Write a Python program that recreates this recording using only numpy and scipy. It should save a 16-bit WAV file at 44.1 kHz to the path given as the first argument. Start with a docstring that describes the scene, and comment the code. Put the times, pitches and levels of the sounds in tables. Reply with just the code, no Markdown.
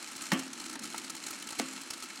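"""A countertop coffee roaster, close up. From the start its fan hums in the lid, while an arm stirs
beans that rustle and tick against the metal pan. At about 0.3 s a bean pops sharply and sets the pan
and lid ringing. Three softer pops follow, then a second sharp one at about 1.6 s. The fan and the
stirring carry on to the end."""
import sys
import numpy as np
from scipy import signal
from scipy.fft import rfft, irfft
from scipy.io import wavfile

SR = 44100
rng = np.random.default_rng(int(sys.argv[2]) if len(sys.argv) > 2 else 0)


def unload_wav(signal):
    """Save mono or channel-first audio to the path in sys.argv[1] as 16-bit WAV at rate SR, clipped to [-1, 1]."""
    wavfile.write(
        sys.argv[1],
        SR,
        np.round(np.clip(np.atleast_2d(signal).T, -1, 1) * 32767).astype(np.int16),
    )


N = 97020
T = np.arange(N) / SR

# Levels are relative. A "colour" says how strong each pitch is. 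"T60" is the time to fade by 60 dB.
# The fan's rushing air: (frequency [Hz], level [dB])
FAN_COLOUR = [(25,-63),(100,-27.5),(125,-16.5),(170,-8.5),(220,2),(275,2),(335,3),(400,-9.5),(600,-11),(900,-7.5),(1400,-6),(3000,-9.5),(8000,-17.5),(15000,-47)]
# Faint fan tones: (pitch [Hz], level [dB], filter width [Hz])
FAN_TONES = [(258.7,-62.5,24),(329.6,-67,39),(1302.4,-69.5,35),(4074,-63.5,34)]
# The low hum swells and sinks: (time [s], boost [dB])
HUM_SWELL = [(0,-2.5),(.28,0.5),(.55,1),(.86,6),(1.1,2),(1.45,0),(1.75,2.5),(2.2,-2)]
# The rustle of sliding beans: (time [s], level [dB])
RUSTLE_LEVELS = [(0,-40.5),(.19,-43.5),(.25,-37),(.3,-42.5),(.44,-41),(.5,-49),(.6,-42),(.75,-45),(.778,-64),(.83,-42.5),(1.02,-41.5),(1.13,-47),(1.28,-39),(1.39,-43),(1.53,-44.5),(1.58,-39),(1.66,-40),(1.85,-43.5),(2.2,-43.5)]
# The colour of sliding beans: (frequency [Hz], level [dB])
RUSTLE_COLOUR = [(60,-28),(300,-9),(600,-13),(1300,0),(2500,3),(3400,-2),(5000,1.5),(7800,4),(10400,-4.5),(12000,-8.5),(15500,-29)]
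# Pitches that the pan strengthens: (pitch [Hz], width [Hz], boost [dB])
PAN_RESONANCES = [(866,67,10.5),(1293,89,10),(2210,41,7.5),(2670,54,6.5),(3020,45,8.5),(4210,165,8),(5400,140,2.5),(7000,200,1),(10240,200,3)]
# Beans hit the pan: (time [s], level [dB], hold [s], high fizz level [dB], shell pitch [Hz])
TUMBLES = [(.1173,-42,.004,-59,3000), (.1598,-42,.009,-56,7700), (.2171,-39,.008,-55,7700),
           (.3294,-36,.008,-45,5700), (.3902,-38,.008,-53,6250), (.5305,-39,.005,-60,6250),
           (.5983,-41,.005,-60,4150), (.617,-45,.004,-75,1300), (.66,-41,.005,-59,4200),
           (.6953,-40,.005,-61,6200), (.7284,-42,.004,-61,1500), (.7536,-42,.004,-71,3900),
           (.791,-42,.005,-65,5400), (.8336,-41,.009,-59,6700), (.8531,-41,.005,-62,4150),
           (.9784,-34,.004,-50,7300), (1.0428,-42,.006,-62,4300), (1.097,-37,.007,-54,5150),
           (1.1498,-40,.004,-57,6700), (1.1641,-41,.004,-70,5500), (1.2637,-38,.005,-57,6950),
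           (1.281,-42,.004,-60,1500), (1.306,-38.5,.004,-46,9000), (1.4224,-41,.004,-54,3000),
           (1.4712,-41,.004,-53,6200), (1.4872,-41,.005,-60,3050), (1.5046,-39,.006,-56,4200),
           (1.5234,-41,.006,-64,900), (1.5885,-34,.006,-50,4200), (1.8143,-44,.004,-58,8000),
           (1.9046,-33,.004,-51,5100), (1.9339,-39,.005,-57,3900), (2.0233,-40,.004,-56,4200),
           (2.0341,-41,.005,-55,7600)]
# The colour of their rattle: (frequency [Hz], level [dB])
TUMBLE_COLOUR = [(60,-11.5),(300,3),(700,-11.5),(1300,-3),(3400,-4.5),(4500,-1.5),(8000,2),(10400,-3),(12000,-12),(15500,-28)]
# Beans pop: (time [s], crack [dB], hold [s], snap [dB], knock [dB], lower knock [Hz],
# upper knock [Hz], thump [dB], thump pitch [Hz], ring [dB])
POPS = [(.3179,-24,.0048,-34,-32,1000,1790,-23.5,196,-33.5), (.755,-45,.0068,-62,-47,880,1500,-41,285,-66),
        (.9445,-44,.005,-55,-33,900,1330,-46,290,-66), (1.3295,-49,.005,-44,-46,2200,2500,-88,300,-75),
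        (1.5974,-39,.0018,-24,-25,475,700,-31,270,-42.5)]
# A pop's crack: (frequency [Hz], level [dB])
CRACK_COLOUR = [(100,-34),(400,-19.5),(590,2.5),(740,-6),(920,1.5),(1300,-5),(1900,4),(2200,-1),(2800,-8),(4500,-9),(6500,-13),(15500,-27)]
# Its bright snap: (frequency [Hz], level [dB])
SNAP_COLOUR = [(100,-48),(1200,-8),(1900,11),(3000,1.5),(7000,1.5),(11000,-9),(15500,-20)]
# Its noisy tail: (frequency [Hz], level [dB])
TAIL_COLOUR = [(40,-33),(100,-32),(160,-1),(300,7.5),(430,-9.5),(1100,-8.5),(3100,-8),(4000,-31),(15000,-69)]
# The ringing pan and lid: (pitch [Hz], level [dB], T60 [s])
RING_NOTES = [(243,7,.15),(264,4,.54),(328,4.5,.2),(533,-5,.21),(727,-8,.3),(1105,-2,.15),(1157,-1,.23),
              (1520,-7,.23),(1770,-6.5,.25),(2659,-4,.21),(2795,-9,.3),(2900,-10,.27),(3230,-8,.2)]

FAN_DB, HUM_TOP_HZ = -50, 486
BEANS_DB, RUSTLE_DB = -1, -8
SLIDE_CONTACTS_PER_S, TUMBLE_CONTACTS_PER_S, CONTACT_SPREAD_DB = 7600, 10000, 7.5
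TICKS_PER_S, TICK_DB, TICK_SPREAD_DB, TICK_SHELL_DB = 65, -49.5, 3.5, -8
SHELL_DB, SHELL_WIDTH_HZ, SHELL_RANGE_HZ = -6, 700, (1300, 9000)
TUMBLE_RISE_S, BEAN_T60_S = .0008, .017
FIZZ_DB, FIZZ_LOW_HZ = 2, 10500
UPPER_KNOCK_DB, KNOCK_LOW_HZ = -.5, 400
THUMP_RISE_CYCLES, THUMP_SHARPNESS = 2.7, 6.8
TAIL_DB, RING_RISE_S = 2.5, .01
ROOM_DB, CUTOFF_HZ = -14, 15950


def from_db(db):
    """Turn decibels into a number to multiply by."""
    return 10 ** (np.asarray(db) / 20)


def rms_one(x):
    """Scale a signal to an average power of one."""
    return x / np.sqrt(np.mean(x ** 2) + 1e-20)


def curve(rows):
    """Join (time, value) points with straight lines."""
    return np.interp(T, *np.transpose(rows))


def cut_lows(x, hz, order=2):
    """Turn down everything below a pitch."""
    return signal.sosfilt(signal.butter(order, hz, "high", fs=SR, output="sos"), x)


def colour(x, points):
    """Make some pitches stronger and others weaker, following a colour table."""
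    size = 4096
    hz, db = np.transpose(points)
    grid_hz = np.arange(size // 2 + 1) * SR / size
    gain = from_db(np.interp(np.log(grid_hz + 1), np.log(hz), db))
    # These steps keep the filter from sounding before a hit arrives.
    cepstrum = irfft(np.log(rms_one(gain)))
    cepstrum[1:size // 2] *= 2
    cepstrum[size // 2 + 1:] = 0
    response = irfft(np.exp(rfft(cepstrum)))
    return signal.fftconvolve(x, response)[:N]


def resonate(x, hz, width_hz):
    """Keep the sound near one pitch; a narrower band rings longer."""
    r = np.exp(-np.pi * width_hz / SR)
    feedback = [1, -2 * r * np.cos(2 * np.pi * hz / SR), r * r]
    return signal.lfilter(np.array([1, 0, -1]) * (1 - r * r) / 2, feedback, x + 1e-18)


def burst(start, hold, t60):
    """A loudness shape that jumps up, holds, then fades (all in seconds)."""
    return (T >= start) * np.exp(-np.log(1000) * np.clip((T - start - hold) / t60, 0, 2))


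def fan():
    """Air hums in the lid and hisses over the beans, with a few unsteady tones."""
    air = from_db(FAN_DB) * colour(rng.standard_normal(N), FAN_COLOUR)
    for hz, db, width in FAN_TONES:
        band = resonate(rng.standard_normal(N), hz, width)
        air += from_db(db) * rms_one(resonate(band, hz, width))
    hum = signal.sosfiltfilt(signal.butter(2, HUM_TOP_HZ, fs=SR, output="sos"), air)
    return air + hum * (from_db(curve(HUM_SWELL)) - 1)


def contacts(per_s):
    """Beans touch at random moments, making tiny clicks of uneven size."""
    sizes = from_db(CONTACT_SPREAD_DB * (2 * rng.random(N) - 1)) * rng.choice([-1, 1], N)
    return rms_one(sizes * (rng.random(N) < per_s / SR))


def shell(x, hz):
    """Clicks make a bean's shell ring briefly."""
    return resonate(x, hz, SHELL_WIDTH_HZ) * np.sqrt(SR / (np.pi * SHELL_WIDTH_HZ))


def rustle():
    """Beans slide, with small ticks among them, each at its own pitch."""
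    stir_db = curve(RUSTLE_LEVELS)
    clicks = contacts(SLIDE_CONTACTS_PER_S) * from_db(stir_db - stir_db.mean())
    gaps, sizes, pitches = rng.random((3, N))
    starts = np.cumsum(2 * gaps) / TICKS_PER_S
    power = from_db(stir_db.mean() + RUSTLE_DB) ** 2
    ticks = np.zeros(N)
    for start, size, pitch in zip(starts[starts < T[-1]], sizes, pitches):
        tick_db = TICK_DB + TICK_SPREAD_DB * (2 * size - .5)
        shape = from_db(tick_db) * burst(start, hold=.003, t60=BEAN_T60_S)
        power = power + shape ** 2  # each tick also lifts the rustle
        ticks += shell(clicks * shape, np.interp(pitch, [0, 1], SHELL_RANGE_HZ))
    return colour(clicks * np.sqrt(power), RUSTLE_COLOUR) + from_db(TICK_SHELL_DB) * ticks


def pan(x):
    """The metal pan boosts its own pitches in the sound of the beans."""
    return x + sum((from_db(db) - 1) * resonate(x, hz, width) for hz, width, db in PAN_RESONANCES)


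def tumbles():
    """Beans hit the pan in short clusters: a rattle, ringing shells and a high fizz."""
    lag = np.exp(-1 / (TUMBLE_RISE_S * SR))
    rattle_level, fizz_level, rings = np.zeros((3, N))
    clicks = contacts(TUMBLE_CONTACTS_PER_S)
    for start, db, hold, fizz_db, hz in TUMBLES:
        power = burst(start, hold, BEAN_T60_S) ** 2
        shape = np.sqrt(signal.lfilter([1 - lag], [1, -lag], power + 1e-18))  # softens the start
        rattle_level += from_db(db) * shape
        fizz_level += from_db(fizz_db + FIZZ_DB) * shape
        rings += from_db(db + SHELL_DB) * shell(clicks * shape, hz)
    rattle = colour(contacts(TUMBLE_CONTACTS_PER_S) * rattle_level, TUMBLE_COLOUR)
    fizz = rms_one(cut_lows(contacts(TUMBLE_CONTACTS_PER_S), FIZZ_LOW_HZ, order=4))
    return rattle + rings + fizz_level * fizz


def pops():
    """A bean pops with a crack, a snap, a two-note knock and a hollow thump; pan and lid ring."""
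    crack, snap, tail, knocks, thumps, ring = np.zeros((6, N))
    for start, crack_db, hold, snap_db, knock_db, low_hz, high_hz, thump_db, thump_hz, ring_db in POPS:
        age = np.maximum(T - start, 0)
        turn = 2 * np.pi * age
        # These three are loudness shapes, filled with noise below.
        crack += from_db(crack_db) * burst(start, hold, t60=.042)
        snap += from_db(snap_db) * burst(start, hold, t60=.009)
        tail += from_db(ring_db + TAIL_DB) * burst(start, 0, t60=.38)
        knock = np.sin(turn * low_hz) + from_db(UPPER_KNOCK_DB) * np.sin(turn * high_hz)
        knocks += from_db(knock_db) * burst(start, 0, t60=.029) * knock
        progress = np.minimum(age * thump_hz / THUMP_RISE_CYCLES, 20)
        swell = (progress * np.exp(1 - progress)) ** THUMP_SHARPNESS  # loudest when progress is 1
        thumps += from_db(thump_db) * swell * np.sin(turn * thump_hz)
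        rise = 1 - np.exp(-age / RING_RISE_S)
        for hz, db, t60 in RING_NOTES:
            ring += from_db(ring_db + db) * burst(start, 0, t60) * rise * np.sin(turn * hz)
    layers = (crack, CRACK_COLOUR), (snap, SNAP_COLOUR), (tail, TAIL_COLOUR)
    noise = sum(colour(shape * rng.standard_normal(N), points) for shape, points in layers)
    return noise + cut_lows(knocks, KNOCK_LOW_HZ) + thumps + ring


def room(x):
    """The walls of a small room send back a short blur of echoes with little bass."""
    echo = rng.standard_normal(N) * burst(start=.0028, hold=0, t60=.11)
    echoes = signal.fftconvolve(x, echo / np.linalg.norm(echo))[:N]
    return cut_lows(echoes, hz=150)


def scene():
    """Mix the fan with the beans, their pops and their echoes."""
    beans = from_db(BEANS_DB) * pan(rustle() + tumbles()) + pops()
    return (fan() + beans + from_db(ROOM_DB) * room(beans))[None]


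def record(dry):
    """Cut off the very highest treble steeply."""
    return signal.sosfilt(signal.ellip(12, .1, 70, CUTOFF_HZ, fs=SR, output="sos"), dry)


dry = scene()
out = record(dry)
unload_wav(out)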